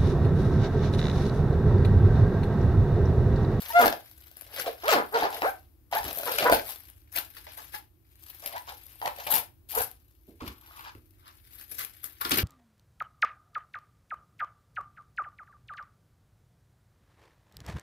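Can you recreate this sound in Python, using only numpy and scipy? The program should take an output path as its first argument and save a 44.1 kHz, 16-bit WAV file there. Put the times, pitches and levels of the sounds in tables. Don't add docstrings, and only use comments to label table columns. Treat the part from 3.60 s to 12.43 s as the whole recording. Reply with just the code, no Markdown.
import sys
import numpy as np
from scipy import signal
from scipy.fft import rfft, irfft, next_fast_len
from scipy.io import wavfile
from scipy.ndimage import uniform_filter1d, map_coordinates

SR = 44100
rng = np.random.default_rng(int(sys.argv[2]) if len(sys.argv) > 2 else 0)


def generate_wav(signal):
    frames = np.transpose(np.atleast_2d(signal))
    scaled = np.clip(frames, -1, 1) * 32767
    pcm = np.round(scaled).astype(np.int16)
    wavfile.write(sys.argv[1], SR, pcm)


N = 389403

# freq_hz, density_db_per_hz
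FINE_SPECTRUM = [(5000, -21), (8000, -20.5), (9500, -16), (12200, -3), (14900, -11.5), (16500, -28)]
COARSE_SPECTRUM = [(200, -28.5), (500, -8), (1500, 7), (3000, 5.5), (5000, 1.5), (8500, -18), (12000, -17)]
# time_s, pitch_hz
FILM_PITCH = [(0, 761.5), (1.1, 584), (2.3, 937), (2.7, 567), (3.1, 721), (3.55, 874), (6, 793), (7, 1130),
              (8.2, 1320), (8.6, 1397)]
# time_s, slips_per_s, relative_level_db
STROKES = [
    [(.09, 970, -60), (.105, 910, -29.5), (.125, 950, -40)],
    [(.13, 649, -39), (.157, 692.3, -15), (.168, 693, -12), (.18, 705, -12), (.2, 708, -10),
     (.208, 686, -27.5)],
    [(.195, 250, -23.5), (.21, 248.4, -17), (.24, 236.3, -13.5), (.254, 218.8, -27)],
    [(1.235, 333.1, -32.5), (1.27, 505.4, -27.5), (1.292, 658.7, -15.5), (1.31, 599.5, -23.5),
     (1.33, 425.2, -15), (1.36, 294.6, -20), (1.39, 232.6, -21.5), (1.43, 178.3, -33.5)],
    [(1.52, 375.7, -41.5), (1.545, 460.7, -21), (1.562, 481.7, -19), (1.59, 330.8, -33), (1.62, 244.1, -34),
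     (1.64, 339.3, -24), (1.665, 423.7, -25), (1.7, 318.4, -50)],
    [(1.82, 140, -46), (1.828, 260.2, -25), (1.838, 337, -23), (1.852, 501, -20), (1.868, 735, -22.5),
     (1.885, 783.5, -24.5), (1.91, 800, -44.5)],
    [(2.345, 537, -29), (2.37, 864, -22), (2.392, 918, -35.5)],
    [(2.665, 506, -32), (2.68, 468, -26), (2.72, 543, -35.5), (2.73, 508.5, -45)],
    [(2.85, 499, -23), (2.862, 484.4, -13.5), (2.872, 491.5, -14.5), (2.897, 505.4, -19), (2.922, 446, -28)],
    [(4.14, 860, -37.5), (4.146, 838, -31), (4.156, 830, -48)],
    [(4.952, 682, -40), (4.972, 978, -30), (5, 1017, -51)],
    [(5.71, 744, -47.5), (5.74, 905, -19), (5.76, 982, -46.5)],
    [(6.165, 410, -30.5), (6.18, 488.8, -19.5), (6.195, 593.3, -43), (6.21, 814, -19)],
]


def amp(db):
    return 10 ** (np.asarray(db) / 20)


def unit(x):
    return x / np.sqrt(np.mean(x ** 2) + 1e-20)


def along(points, hz):
    f, v = np.transpose(points)
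    return np.interp(np.log(hz + 1), np.log(f + 1), v)


def curves(rows, t):
    s, *cols = np.transpose(rows)
    return [np.interp(t, s, c) for c in cols]


def wobble(rate):
    knots = rng.standard_normal(int(N * rate / SR) + 4)
    return map_coordinates(knots, [np.arange(N) * rate / SR])


def filtered(x, response):
    m = next_fast_len(N + SR // 2)
    return irfft(rfft(x, m) * response(np.fft.rfftfreq(m, 1 / SR)), m)[..., :N]


def coloured(x, spectrum):
    return filtered(x, lambda hz: amp(along(spectrum, hz)))


def hum():
    # freq_hz, relative_density_db_per_hz
    kitchen = [(22, -42), (43, -8.5), (62, -2.5), (110, -7.5), (170, -26), (250, -24), (330, -15),
               (420, -32), (2050, -42.5), (8360, -48), (13200, -33.5), (16000, -42)]
    # freq_hz, correlation
    likeness = [(60, 0.86), (300, 0.61), (700, 0.35), (1400, 0.09)]

    def mid_side(hz):
        angle = np.arccos(np.clip(along(likeness, hz), -1, 1)) / 2
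        return amp(along(kitchen, hz)) * [np.cos(angle), np.sin(angle)]

    mid, side = filtered(rng.standard_normal((2, N)), mid_side)
    drift_db = 1.5 * wobble(1.7)
    return amp(-59.5 + drift_db) * unit(np.array([mid + side, mid - side]))


def hands(t):
    # peak_s, build_s, hold_s, fine_db, coarse_db, creak_db
    pulls = [(0.028, 0.042, 0.15, -46, -50.5, -56.5), (0.203, 0.054, 0.025, -29.5, -30.5, -17.5),
             (0.27, 0.051, 0.0042, -44, -38.5, -31), (0.322, .012, 0.0027, -45, -46, -32.5),
             (0.998, 0.16, .005, -33.5, -36, -42.5), (1.064, 0.052, 0.016, -45, -41, -30),
             (1.321, .12, 0.028, -34, -27, -36.5), (1.544, 0.0052, 0.044, -48.5, -37, -23),
             (1.612, 0.028, 0.04, -46.5, -33, -19.5), (1.728, 0.024, 0.038, -49, -41, -38),
             (1.829, 0.01, 0.045, -41.5, -46, -28), (2.324, 0.013, .055, -38, -37.5, -29.5),
             (2.454, 0.033, 0.054, -42, -42, -43.5), (2.588, 0.071, 0.016, -44, -61.5, -40.5),
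             (2.676, 0.14, 0.06, -36.5, -39, -37.5), (2.782, 0.021, 0.061, -33.5, -32.5, -29.5),
             (2.918, 0.006, 0.017, -27, -30, -21.5), (3.091, 0.1464, 0.0036, -36.5, -48.5, -49.5),
             (3.524, 0.012, .03, -43.5, -81, -55), (3.562, 0.017, 0.0019, -27.5, -34.5, -37),
             (3.769, 0.0095, 0.0071, -50.5, -46, -60), (3.87, .005, 0.0058, -61, -45, -52.5),
             (3.979, 0.031, 0.011, -44, -53, -45), (4.145, 0.041, 0.0045, -40.5, -47, -50),
             (4.825, 0.014, 0.064, -47.5, -52.5, -47), (4.955, 0.11, .005, -48.5, -45, -39),
             (5.076, .01, .03, -52.5, -48, -43), (5.425, 0.0072, 0.052, -42, -49.5, -30),
             (5.591, 0.073, 0.015, -46.5, -44, -41.5), (5.67, 0.0083, .005, -43, -39, -32),
             (5.723, 0.049, 0.042, -24, -37, -34.5), (6.1, 0.021, .03, -40, -49, -76),
             (6.15, 0.039, 0.015, -33, -47, -35.5), (6.191, 0.053, 0.009, -27, -45, -39.5),
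             (6.805, .006, 0.016, -65.5, -53.5, -43), (6.878, 0.064, .005, -55, -46.5, -48.5),
             (7.18, 0.31, 0.02, -51.5, -53.5, -49), (7.248, 0.042, 0.026, -57.5, -46.5, -44),
             (7.676, 0.11, 0.0083, -65, -56.5, -52), (8.009, 0.21, 0.0045, -47, -56, -76),
             (8.117, 0.065, 0.006, -37, -64.5, -71.5), (8.191, 0.025, 0.015, -32.5, -41, -41.5),
             (8.437, .015, 0.032, -44, -74, -58), (8.611, 0.012, 0.0065, -36.5, -39, -34.5),
             (8.65, 0.013, 0.0092, -33, -34.5, -36.5), (8.709, 0.0059, 0.012, -27.5, -28.5, -29.5),
             (8.773, 0.005, 0.0047, -29, -30, -49.5)]
    # time_s, rustle_db (ahead of the layer offsets)
    rustle = [(0, -44), (.6, -59.5), (1.2, -54), (1.8, -49), (2.03, -63), (2.29, -117), (2.4, -44),
              (3.25, -55.5), (3.45, -74), (3.62, -58.5), (4.1, -53.5), (4.31, -90), (4.7, -51),
              (5.34, -56.5), (5.65, -49), (5.92, -83), (6.07, -96), (6.3, -66.5), (6.47, -76.5),
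              (7.1, -61.5), (7.47, -76.5), (7.82, -63.5), (8.3, -59), (8.83, -56)]
    # fine_db, coarse_db, creak_db
    rustle_offsets_db = [1, -9, -28.5]
    # fine_db_per_s, coarse_db_per_s, creak_db_per_s
    fade_db_per_s = [304.5, 360.5, 377]
    build_db = 30

    grid = np.arange(0, N / SR, .001)
    power = amp(2 * (curves(rustle, grid)[0] + np.array(rustle_offsets_db)[:, None]))
    for peak_s, build_s, hold_s, *peak_db in pulls:
        before_s = np.maximum(peak_s - grid, 0)
        after_s = np.maximum(grid - peak_s - hold_s, 0)
        fall_db = build_db * before_s / build_s + np.outer(fade_db_per_s, after_s)
        power = power + amp(2 * (np.array(peak_db)[:, None] - fall_db))
    return [np.interp(t, grid, db) for db in 10 * np.log10(power)]


def crackle(spread_db, clump_db):
    clump_s, clumps_per_s = .004, 90
    starts = (rng.random(N) < clumps_per_s / SR) * amp(clump_db * rng.standard_normal(N))
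    clumps = 0.5 + signal.lfilter([1], [1, -np.exp(-1 / (clump_s * SR))], starts)
    size_db = spread_db * rng.exponential(size=N) + 0.53 * wobble(170)
    return clumps * amp(size_db) * rng.standard_normal(N)


def folds():
    fine_db, coarse_db, _ = hands(np.arange(N) / SR)
    shared = crackle(spread_db=3, clump_db=2)
    mixed = unit(shared) + unit(crackle(spread_db=-3.5, clump_db=-6.5))
    fine = amp(fine_db) * unit(coloured(shared, FINE_SPECTRUM))
    coarse = amp(coarse_db) * unit(coloured(mixed, COARSE_SPECTRUM))
    return fine + coarse


def creak(count=7000, size=600):
    draw, scatter = rng.random((count, 3)), rng.standard_normal((count, 2))
    s = draw[:, 0] * N / SR
    sign = np.sign(draw[:, 1] - .5)
    upper = draw[:, 2] < .3
    hz = curves(FILM_PITCH, s)[0] * np.exp(.2 * scatter[:, 0]) * (1 + 1.1 * upper)
    steady = sum((s > stroke[0][0]) & (s < stroke[-1][0]) for stroke in STROKES) > 0
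    level_db = hands(s)[2] - 8.0 * steady - 11 * upper + 4.17 * scatter[:, 1]
    gain = amp(level_db) * np.sqrt(hz / 800) * sign

    cycles = hz[:, None] * np.arange(size) / SR
    grains = np.sin(2 * np.pi * cycles) * np.exp(-cycles / 3.4) * (1 - np.exp(-cycles / .4))
    where = (s * SR).astype(int)[:, None] + np.arange(size)
    return np.bincount(where.ravel(), (gain[:, None] * grains).ravel(), N + size)[:N]


def taut(pushes):
    # centre_hz, width_hz, level_db
    resonances = [(620, 520, 0), (1600, 1000, -6), (3200, 1200, -21)]

    def response(f):
        total = 0
        for k, (centre_hz, width_hz, db) in enumerate(resonances):
            damping = 1j * f * width_hz
            total = total + (-1) ** k * amp(db) * damping / (centre_hz * centre_hz - f * f + damping)
        return total / (1 + 1j * f / 4000)

    return filtered(pushes, response)


def squeaks():
    unevenness = [.02, .01, .018, .025, .05, .012, .04, .08, .045, .03, .03, .04, .04]
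    pushes, taps = np.zeros(N), np.arange(-8, 8)
    for stroke, uneven in zip(STROKES, unevenness):
        at = np.arange(round(stroke[0][0] * SR), round(stroke[-1][0] * SR))
        hz, db = curves(stroke, at / SR)
        turns = np.cumsum(hz) / SR
        slip = np.interp(np.arange(int(turns[-1]) + 1), turns, np.arange(len(at)))
        chance = rng.standard_normal((400, 2))[:len(slip)]
        i = slip.astype(int)
        rough = uneven * np.sqrt(500 / hz[i])
        slip = slip + rough * chance[:, 0] * SR / hz[i]
        gain = amp(db[i] + 30 + 35 * rough * chance[:, 1]) * np.sqrt(500 / hz[i])

        where = np.floor(slip).astype(int)[:, None] + taps
        off = where - slip[:, None]
        pulses = gain[:, None] * np.sinc(off) * np.cos(np.pi * off / 17) ** 2
        pushes += np.bincount((where + at[0]).ravel(), pulses.ravel(), N)
    return taut(pushes)


def shifting():
    # time_s, knock_db, thud_db (ahead of the gains below)
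    bumps = [(0.239, -34, -48), (1.341, -36.5, -58.5), (2.405, -64, -47.5), (2.444, -47, -49),
             (2.818, -39.5, -53.5), (2.91, -38.5, -40), (6.176, -71, -49), (6.679, -52.5, -62.5),
             (6.813, -42, -48), (6.871, -58.5, -47), (7.349, -59, -55), (8.646, -45, -53.5),
             (8.711, -35.5, -46.5), (8.774, -39.5, -41.5)]
    knock_t60_s, thud_t60_s, rise_s = 0.28, 0.22, 0.0037
    swell, t = np.zeros((2, N + SR)), np.arange(SR // 3) / SR
    for s, knock_db, thud_db in bumps:
        decay = amp([knock_db + 6.0 - 60 * t / knock_t60_s, thud_db + 6.5 - 60 * t / thud_t60_s])
        swell[:, round(s * SR):][:, :len(t)] += decay * (1 - np.exp(-t / rise_s))
    knock_spectrum = [(70, -34.5), (130, -6.5), (330, 7.5), (600, -11.0), (1500, -37.5)]
    thud_spectrum = [(20, -31.0), (45, -3.5), (110, -3.5), (200, -46.0)]
    knock = unit(coloured(rng.standard_normal(N), knock_spectrum))
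    thud = unit(coloured(rng.standard_normal(N), thud_spectrum))
    return swell[0, :N] * knock + swell[1, :N] * thud


def snaps():
    # time_s, ring_db, fine_crackle_db
    snap_events = [(0.258, -10, -22), (0.268, -13, -24), (0.28, -11, -23), (0.326, -19, -29),
                   (0.513, -54, -38), (0.612, -60, -44), (0.714, -51, -40), (0.769, -54, -30),
                   (0.811, -56, -32), (0.82, -46, -38), (1.632, -14, -32), (1.82, -15, -35),
                   (2.314, -40, -36), (2.431, -26, -40), (2.442, -40, -26), (2.53, -45, -29),
                   (2.573, -36, -26), (2.587, -38, -17), (2.599, -27, -38), (2.633, -27, -33),
                   (2.72, -28, -26), (2.785, -21, -25), (2.825, -17, -28), (2.898, -9, -22),
                   (2.924, -5, -20), (2.933, -10, -27), (2.996, -24, -41), (3.3, -58, -40),
                   (3.573, -30, -24), (3.777, -45, -43), (3.868, -34, -46), (4.142, -35, -36),
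                   (5.356, -56, -41), (5.416, -26, -38), (5.459, -18, -29), (5.477, -18, -35),
                   (5.667, -25, -34), (6.152, -28, -25), (6.808, -34, -50), (6.878, -32, -42),
                   (7.35, -42, -50), (8.012, -52, -33), (8.189, -40, -27), (8.248, -38, -25),
                   (8.442, -45, -24), (8.649, -27, -26), (8.695, -40, -21), (8.709, -22, -18),
                   (8.776, -20, -17)]
    burst_t60_s, burst_rise_s = .013, .0002
    coarse_offset_db = -9
    ring_cycles = 1.8
    burst, pushes, t = np.zeros((2, N + SR)), np.zeros(N + SR), np.arange(SR // 8) / SR
    for s, ring_db, fine_db in snap_events:
        start = round(s * SR)
        burst_db = np.array([[fine_db], [ring_db + coarse_offset_db]]) - 60 * t / burst_t60_s
        burst[:, start:][:, :len(t)] += amp(burst_db) * (1 - np.exp(-t / burst_rise_s))
        cycles = curves(FILM_PITCH, s)[0] * t
        ring = np.sin(2 * np.pi * cycles) + .5 * np.sin(2.3 * 2 * np.pi * cycles)
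        envelope = np.exp(-cycles / ring_cycles) * (1 - np.exp(-cycles / 0.3))
        pushes[start:][:len(t)] += amp(ring_db) * ring * envelope
    noise = rng.standard_normal(N)
    fine = burst[0, :N] * unit(coloured(noise, FINE_SPECTRUM))
    coarse = burst[1, :N] * unit(coloured(noise, COARSE_SPECTRUM))
    return fine + coarse + pushes[:N]


def walls(x, wait=250):
    # freq_hz, t60_s
    room_decay = [(300, 0.25), (800, 0.23), (3000, 0.22), (12000, .15)]
    hz, t, z = signal.stft(rng.standard_normal((2, SR // 2)), SR, nperseg=128)
    decay = amp(-60 * t / along(room_decay, hz)[:, None])
    tail = signal.istft(z * decay, SR, nperseg=128)[1]
    tail = tail / np.linalg.norm(tail[0])
    return signal.fftconvolve(np.pad(x, (wait, 0))[None], tail, axes=1)[:, :N]


def scattered(pair):
    # freq_hz, wander_rad
    path_wander = [(200, .1), (700, .2), (1500, .45), (3000, .9), (6000, 1.7)]
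    hz, _, z = signal.stft(pair, SR, nperseg=256)
    field = rng.standard_normal((2,) + z.shape)
    field = uniform_filter1d(uniform_filter1d(field, size=14, axis=2), size=8, axis=3)
    turn, patch = unit(field) * along(path_wander, hz)[:, None]
    return signal.istft(z * np.exp(1j * turn) * amp(1.75 * patch), SR, nperseg=256)[1][:, :N]


def scene():
    # time_s, right_port_lag_ms
    port_lag = [(0, .22), (3.2, .22), (3.6, .55), (4.4, .55), (4.6, .28), (7.3, .28), (7.6, .52)]
    film = folds() + creak() + squeaks() + snaps()
    lag_samples = curves(port_lag, np.arange(N) / SR)[0] * SR / 1000
    late = map_coordinates(film, [np.arange(N) - lag_samples])
    direct = amp(0.5) * scattered(np.array([film, late]))
    return direct + amp(-6.0) * walls(film) + shifting() + hum()


def record(dry):
    # freq_hz, left_minus_right_db
    port_balance = [(60, 0), (250, -4.5), (500, -2.5), (1000, 2), (4000, 2.5), (6000, 6), (8100, 18),
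                    (15000, 13.5)]
    top_hz = 15700

    def response(hz):
        left_power = 1 / (1 + amp(-2 * along(port_balance, hz)))
        return np.sqrt(2 * np.array([left_power, 1 - left_power])) * (hz < top_hz)

    return filtered(dry, response)


dry = scene()
out = record(dry)
generate_wav(out)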